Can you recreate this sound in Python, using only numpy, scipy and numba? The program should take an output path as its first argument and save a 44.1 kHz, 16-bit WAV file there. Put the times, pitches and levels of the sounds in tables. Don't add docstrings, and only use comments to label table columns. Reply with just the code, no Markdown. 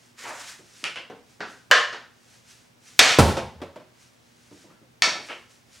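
import sys
import numpy as np
from scipy import signal
from scipy.fft import rfft, irfft, next_fast_len
from scipy.io import wavfile
from scipy.ndimage import map_coordinates
from numba import njit

SR = 44100
rng = np.random.default_rng(int(sys.argv[2]) if len(sys.argv) > 2 else 0)


def output_pcm(signal):
    pcm = np.clip(np.atleast_2d(signal).T, -1, 1) * 32767
    wavfile.write(sys.argv[1], SR, np.round(pcm).astype(np.int16))


N = 255780


def amp(db):
    return 10 ** (np.asarray(db) / 20)


def along(points, hz):
    point_hz, values = np.transpose(points)
    return np.interp(np.log(hz + 1), np.log(point_hz + 1), values)


def wobble(knots_per_s):
    knots = rng.standard_normal(int(N * knots_per_s / SR) + 4)
    return map_coordinates(knots, [np.arange(N) * knots_per_s / SR])


def filtered(x, gain_at_hz):
    size = next_fast_len(N + SR // 2)
    return irfft(rfft(x, size) * gain_at_hz(np.fft.rfftfreq(size, 1 / SR)), size)[..., :N]


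def noise(spectrum, grain_db):
    grains = rng.standard_normal((2, N)) * amp(grain_db * rng.standard_normal(N))
    shaped = filtered(grains, lambda hz: amp(along(spectrum, hz)))
    return shaped / np.sqrt(np.mean(shaped ** 2) + 1e-20)


def gesture(peak_s, db, swell_s, fade_s, hold_s=0, sag_db_per_s=0):
    t = np.arange(N) / SR - peak_s
    below_db = 20 * (np.maximum(-t, 0) / swell_s + np.maximum(t - hold_s, 0) / fade_s)
    return amp(db - below_db - sag_db_per_s * np.clip(t, 0, hold_s))


def body_impulse(level_db):
    cepstrum = irfft(np.log(amp(level_db)))
    half = len(cepstrum) // 2
    one_sample_delay = np.exp(-1j * np.pi * np.arange(half + 1) / half)
    ring = irfft(np.exp(rfft(2 * cepstrum[1:half], 2 * half) * one_sample_delay))
    return ring[:half] / np.linalg.norm(ring)


# (frequency [Hz], T60 [s])
BASEMENT_T60 = [(80, 0.74), (250, 0.44), (600, 0.51), (1500, 0.54), (4000, 0.55), (8000, 0.49),
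                (15000, 0.47)]
def basement(direct_db, crack_db, near_db, near_s, t60_scale, build_s=0.0043):
    hz, frame_s, bins = signal.stft(rng.standard_normal((2, SR)), SR, nperseg=256)
    t60_s = t60_scale * along(BASEMENT_T60, hz)[:, None]
    tail = signal.istft(bins * amp(-60 * frame_s / t60_s), SR, nperseg=256)[1]
    t = np.arange(tail.shape[1]) / SR
    path = tail * (1 - np.exp(-t / build_s) + amp(near_db) * np.exp(-t / near_s))
    path[0, 0] += amp(direct_db)
    path[0, :3] += amp(crack_db) * np.array([1, 0, -1])
    return path


def blows(events, spectrum, modes, ring_db, treble_hz, crack_db,
          bass_hz=350, ring_q=6, ripple_db=2.5, mode_growth_per_db=0, **room):
    hz = np.fft.rfftfreq(2 ** 14, 1 / SR)

    def bell(centre_hz, width_hz):
        return 1 / (1 + (2 * (hz - centre_hz) / width_hz) ** 2)

    modes_db = sum(lift_db * bell(mode_hz, width_hz) for mode_hz, width_hz, lift_db in modes)
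    hardest_db = max(event[1] for event in events)
    bass_shelf = 1 / (1 + (hz / bass_hz) ** 2)
    octaves_up = np.log2(1 + (hz / treble_hz) ** 4) / 4
    out = np.zeros((2, N + 2 * SR))
    for time_s, db, bass_db, treble_db_per_oct, ring_hz in events:
        weights = map_coordinates(rng.standard_normal(SR // 50), [hz / 40])
        ripple = bell(1500, 9000) * weights * (hz > 250)
        contact_db = ring_db * bell(ring_hz, ring_hz / ring_q) + ripple_db * ripple
        tilt_db = bass_db * bass_shelf + treble_db_per_oct * octaves_up
        body_db = along(spectrum, hz) + modes_db * np.exp(mode_growth_per_db * (db - hardest_db))
        ring = body_impulse(body_db + tilt_db + contact_db)
        path = basement(crack_db=crack_db + 3.6 * treble_db_per_oct, **room)
        heard = signal.fftconvolve(path, ring[None], axes=1)
        out[:, round(time_s * SR):][:, :heard.shape[1]] += amp(db) * heard
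    return out[:, :N]


# (frequency [Hz], level [dB])
AIR_SPECTRUM = [(15, -49), (25, -9), (117, 3), (223, -1), (531, -6), (754, -8), (1260, -11), (2280, -11.5),
                (3920, -15), (5730, -16), (16000, -28)]
# (frequency [Hz], rms level [dB])
HUM_TONES = [(120, -70.5), (240, -70.5), (15734, -89)]
def room_tone():
    t = np.arange(N) / SR
    hum = sum(amp(db + 1.4 * wobble(3.3)) * np.sqrt(2) * np.sin(2 * np.pi * hz * t)
              for hz, db in HUM_TONES)
    return amp(-61.5) * noise(AIR_SPECTRUM, grain_db=3) + np.array([hum, np.zeros(N)])


# (peak time [s], level [dB], swell [s])
SHUFFLES = [(0.06, -60.5, .5), (0.819, -51, 0.4), (1.31, -60, 0.14), (1.509, -53, .1), (2.349, -56, .3),
            (2.51, -51, 0.11), (2.881, -49.5, 0.079), (2.979, -53.5, 0.15), (4.02, -56.5, 0.12),
            (4.621, -57, 0.7), (5.279, -49.5, .15), (5.51, -56.5, 0.044), (5.75, -52.5, .1)]
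# (frequency [Hz], level [dB])
SWISH_SPECTRUM = [(290, -52.5), (500, -18), (788, -13.5), (1560, -1), (3880, -2), (5950, 0.5), (9510, -7.5),
                  (15000, -25.5)]
def shuffle():
    swishes = [gesture(peak_s, db, swell_s, fade_s=0.21) for peak_s, db, swell_s in SHUFFLES]
    return np.max(swishes, axis=0) * amp(0.66 * wobble(30)) * noise(SWISH_SPECTRUM, grain_db=0.5)


# (frequency [Hz], level [dB])
JUDDER_SPECTRUM = [(150, -45), (287, -13), (394, -19), (588, -7), (941, -6.5), (2500, -14.5), (3250, -55),
                   (5500, -120)]
GRIT_SPECTRUM = [(710, -16.5), (1200, -4.5), (1850, -0.5), (2700, -6), (3900, -7.5), (7090, -6),
                 (8700, -12), (15500, -30)]
def drag():
    chatter = gesture(peak_s=0.262, db=-38, swell_s=0.036, fade_s=0.18, hold_s=0.055)
    stroke = gesture(peak_s=0.191, db=-42, swell_s=0.019, fade_s=0.12, hold_s=0.329, sag_db_per_s=7)
    release = gesture(peak_s=0.488, db=-42, swell_s=0.1, fade_s=0.12)
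    judder = chatter * amp(1.2 * wobble(70.3)) * noise(JUDDER_SPECTRUM, grain_db=1)
    grit = stroke * amp(1.1 * wobble(50)) * noise(GRIT_SPECTRUM, grain_db=4.5)
    flick = release * noise(SWISH_SPECTRUM, grain_db=2)
    return judder + grit + flick


# (time [s], level [dB], softness [0-1], ring [Hz])
THUDS = [(0.205, -55, 0.3, 110), (0.590, -52, 0.64, 364), (0.832, -48, 0.6, 300), (1.100, -38.3, 0.15, 470),
         (1.398, -48.5, .3, 700), (1.705, -39, .2, 599), (3.604, -46, .25, 873), (4.514, -46.5, 0.8, 300),
         (4.642, -50.5, .65, 337), (4.815, -53, 1, 110), (5.060, -34, .05, 470), (5.155, -37.5, .05, 742)]
# (frequency [Hz], level [dB])
THUD_SPECTRUM = [(60, -36), (95, -12), (150, -5), (588, -2), (659, -7), (910, -8.5), (4480, -24),
                 (14000, -45)]
# (frequency [Hz], width [Hz], lift [dB])
PUCK_MODES = [(333, 160, 3.6), (1046, 580, 0.92)]
def floor_thuds(hard_bass_db=-6.5, soft_boost_db=29, soft_treble_db_per_oct=-8.5):
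    events = [(time_s, db, hard_bass_db + soft_boost_db * soft, soft_treble_db_per_oct * soft, ring_hz)
              for time_s, db, soft, ring_hz in THUDS]
    return blows(events, THUD_SPECTRUM, PUCK_MODES, ring_db=5, treble_hz=1200,
                 direct_db=21, crack_db=4, near_db=-0.5, near_s=0.0042, t60_scale=0.75)


# (time [s], level [dB], bass [dB], treble [dB/oct], ring [Hz])
CLACKS = [(0.240, -41.5, 3, -3, 1900), (0.841, -25, -5, 0, 2500), (0.959, -32, 1.5, -3.5, 3050),
          (5.287, -36.3, 4.5, -9, 1700), (5.299, -33.5, 7, -9, 1100)]
# (frequency [Hz], level [dB])
CLACK_SPECTRUM = [(88, -35), (170, -12), (600, -5), (1600, -2), (3000, -2.5), (3700, -7), (5200, -7),
                  (6200, -12.5), (10000, -21.5), (15000, -50)]
# (frequency [Hz], width [Hz], lift [dB])
CLACK_MODES = [(351, 24, 11), (515, 118, 6.4), (1310, 87, 5.8), (2180, 340, 5.5), (2857, 750, 6)]
def blade_clacks():
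    return blows(CLACKS, CLACK_SPECTRUM, CLACK_MODES,
                 ring_db=3, treble_hz=2900, bass_hz=1130, ripple_db=2.4,
                 direct_db=17.5, crack_db=23.5, near_db=0.5, near_s=0.00099, t60_scale=0.67)


# (time [s], level [dB], bass [dB], treble [dB/oct], ring [Hz])
KNOCKS = [(1.4055, -30, 24, -1.5, 1532), (1.713, -7.5, -1, 2.5, 1760), (1.929, -34, 10, -0.5, 980)]
# (frequency [Hz], level [dB])
KNOCK_SPECTRUM = [(90, -44), (200, -26), (400, -8.5), (800, -7), (1500, 0), (2400, -8), (4600, -10.5),
                  (6800, -19), (8500, -29), (15000, -57)]
# (frequency [Hz], width [Hz], lift [dB])
KNOCK_MODES = [(500, 85, 13), (598, 40, 9.5), (729, 49, 9), (1060, 140, 11.5), (1270, 70, 8.5),
               (1590, 60, 5), (1800, 380, 6), (2013, 50, 5), (2960, 360, 10.5)]
def blade_knocks():
    return blows(KNOCKS, KNOCK_SPECTRUM, KNOCK_MODES,
                 ring_db=4, treble_hz=1503, bass_hz=420, mode_growth_per_db=0.32,
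                 direct_db=12, crack_db=18, near_db=1, near_s=0.0036, t60_scale=0.77)


# (time [s], level [dB], bass [dB], treble [dB/oct], ring [Hz])
SLAPS = [(2.992, -4.5, 1, 3.5, 1320), (2.9945, -4.5, 1, -2.5, 3350), (5.0217, -14.5, -4, -3.5, 5550)]
# (frequency [Hz], level [dB])
SLAP_SPECTRUM = [(59, -45), (110, -14), (400, -9.5), (580, -3), (1000, -2), (1900, 0), (3200, -2),
                 (6500, -5.5), (8000, -11), (15000, -39)]
# (frequency [Hz], width [Hz], lift [dB])
SLAP_MODES = [(697, 160, 2.3), (1310, 80, 2), (1780, 130, 3), (2240, 140, 3.4), (2520, 130, 2.4),
              (3680, 200, 2.4), (4500, 300, 3.7), (5560, 170, 4.2)]
def blade_slaps():
    return blows(SLAPS, SLAP_SPECTRUM, SLAP_MODES,
                 ring_db=3.3, ring_q=6.5, treble_hz=4500, bass_hz=1600, mode_growth_per_db=-0.08,
                 direct_db=20.5, crack_db=27, near_db=8.5, near_s=0.0015, t60_scale=0.82)


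# (time [s], level [dB], bass [dB], treble [dB/oct], ring [Hz])
TARP_HITS = [(3.187, -9, -3, 2.5, 1430), (3.194, -14, 1, 6, 205), (3.369, -27.8, -11, -3.5, 560),
             (3.555, -47.5, 34, -9, 88)]
# (frequency [Hz], level [dB])
TARP_SPECTRUM = [(25, -29), (85, -4), (150, -6), (307, -13), (432, -10), (874, -11), (1360, -22.5),
                 (5450, -30), (10000, -40), (15500, -57)]
# (frequency [Hz], width [Hz], lift [dB])
TARP_MODES = [(85, 16, 6), (220, 40, 5), (340, 100, 7), (540, 50, 4), (890, 40, 4.5)]
def tarp_boom():
    return blows(TARP_HITS, TARP_SPECTRUM, TARP_MODES, ring_db=6, treble_hz=3480,
                 direct_db=24, crack_db=-1, near_db=4, near_s=0.025, t60_scale=0.86)


def tarp_heave(start_s=3.187, db=-4.5, rise_s=0.022, taut_hz=225, slack_hz=76, slacken_s=0.015):
    t = np.maximum(np.arange(N) / SR - start_s, 0)
    hz = slack_hz + (taut_hz - slack_hz) * np.exp(-t / slacken_s)
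    phase = 2 * np.pi * np.cumsum(hz * (t > 0)) / SR
    swing = (t / rise_s * np.exp(1 - t / rise_s)) ** 2
    return np.array([amp(db) * swing * np.sin(phase), np.zeros(N)])


def puck_bounces(landing_s=3.617, landing_db=-37.3, loss_db=8, flight_s=0.142, flight_ratio=0.28):
    bounce = np.arange(3)
    times_s = landing_s + flight_s * (1 - flight_ratio ** bounce) / (1 - flight_ratio)
    levels_db = landing_db - loss_db * bounce
    events = [(time_s, db, 0, 0, 600) for time_s, db in zip(times_s, levels_db)]
    return blows(events, THUD_SPECTRUM, PUCK_MODES, ring_db=4.5, treble_hz=2000,
                 direct_db=16, crack_db=8, near_db=5, near_s=0.016, t60_scale=0.8)


# (time [s], level [dB], bass [dB], treble [dB/oct], ring [Hz])
TINKS = [(4.694, -49, 0, 0, 1350)]
# (frequency [Hz], width [Hz], lift [dB])
TINK_MODES = [(1353, 30, 24), (1680, 30, 16)]
def tink():
    return blows(TINKS, THUD_SPECTRUM, TINK_MODES, ring_db=2, treble_hz=2000,
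                 direct_db=6, crack_db=0, near_db=-6, near_s=0.005, t60_scale=0.58)


def stereo(mid_side, spread):
    mid = mid_side[0]
    side = filtered(mid_side[1], lambda hz: amp(along(spread, hz)))
    return np.array([mid + side, mid - side])


# (frequency [Hz], side gain [dB])
ACTION_SPREAD = [(60, -13.5), (180, -16), (550, -20), (2000, -11.5), (4970, -16.5), (15000, -9.5)]
AIR_SPREAD = [(60, -7), (240, -2), (950, 2.5), (3770, -2.5), (15000, -10.5)]
def scene():
    stick = blade_knocks() + blade_clacks() + blade_slaps() + tink()
    puck = tarp_boom() + tarp_heave() + puck_bounces() + floor_thuds() + drag()
    action = stereo(stick + puck + shuffle(), ACTION_SPREAD)
    balance = amp([[-0.15], [0.15]])
    return (action + stereo(room_tone(), AIR_SPREAD)) * balance


@njit
def gain_cut_db(over_db, attack_per_sample, release_db_per_sample):
    cut_db, out = 0.0, np.zeros(len(over_db))
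    for i in range(len(over_db)):
        rise_db = attack_per_sample * max(over_db[i] - cut_db, 0.0)
        cut_db = max(cut_db + rise_db - release_db_per_sample, 0.0)
        out[i] = cut_db
    return out


def record(dry, threshold_db=-9, attack_s=0.005, release_db_per_s=90, low_cut_hz=52, top_hz=16300):
    over_db = 20 * np.log10(np.abs(dry).max(axis=0) + 1e-9) - threshold_db
    held = dry * amp(-gain_cut_db(over_db, 1 / (attack_s * SR), release_db_per_s / SR))
    clipped = np.clip(held, -0.85, 0.85)
    low_cut = signal.butter(2, low_cut_hz, "highpass", fs=SR, output="sos")
    return filtered(signal.sosfilt(low_cut, clipped), lambda hz: hz < top_hz)


dry = scene()
out = record(dry)
output_pcm(out)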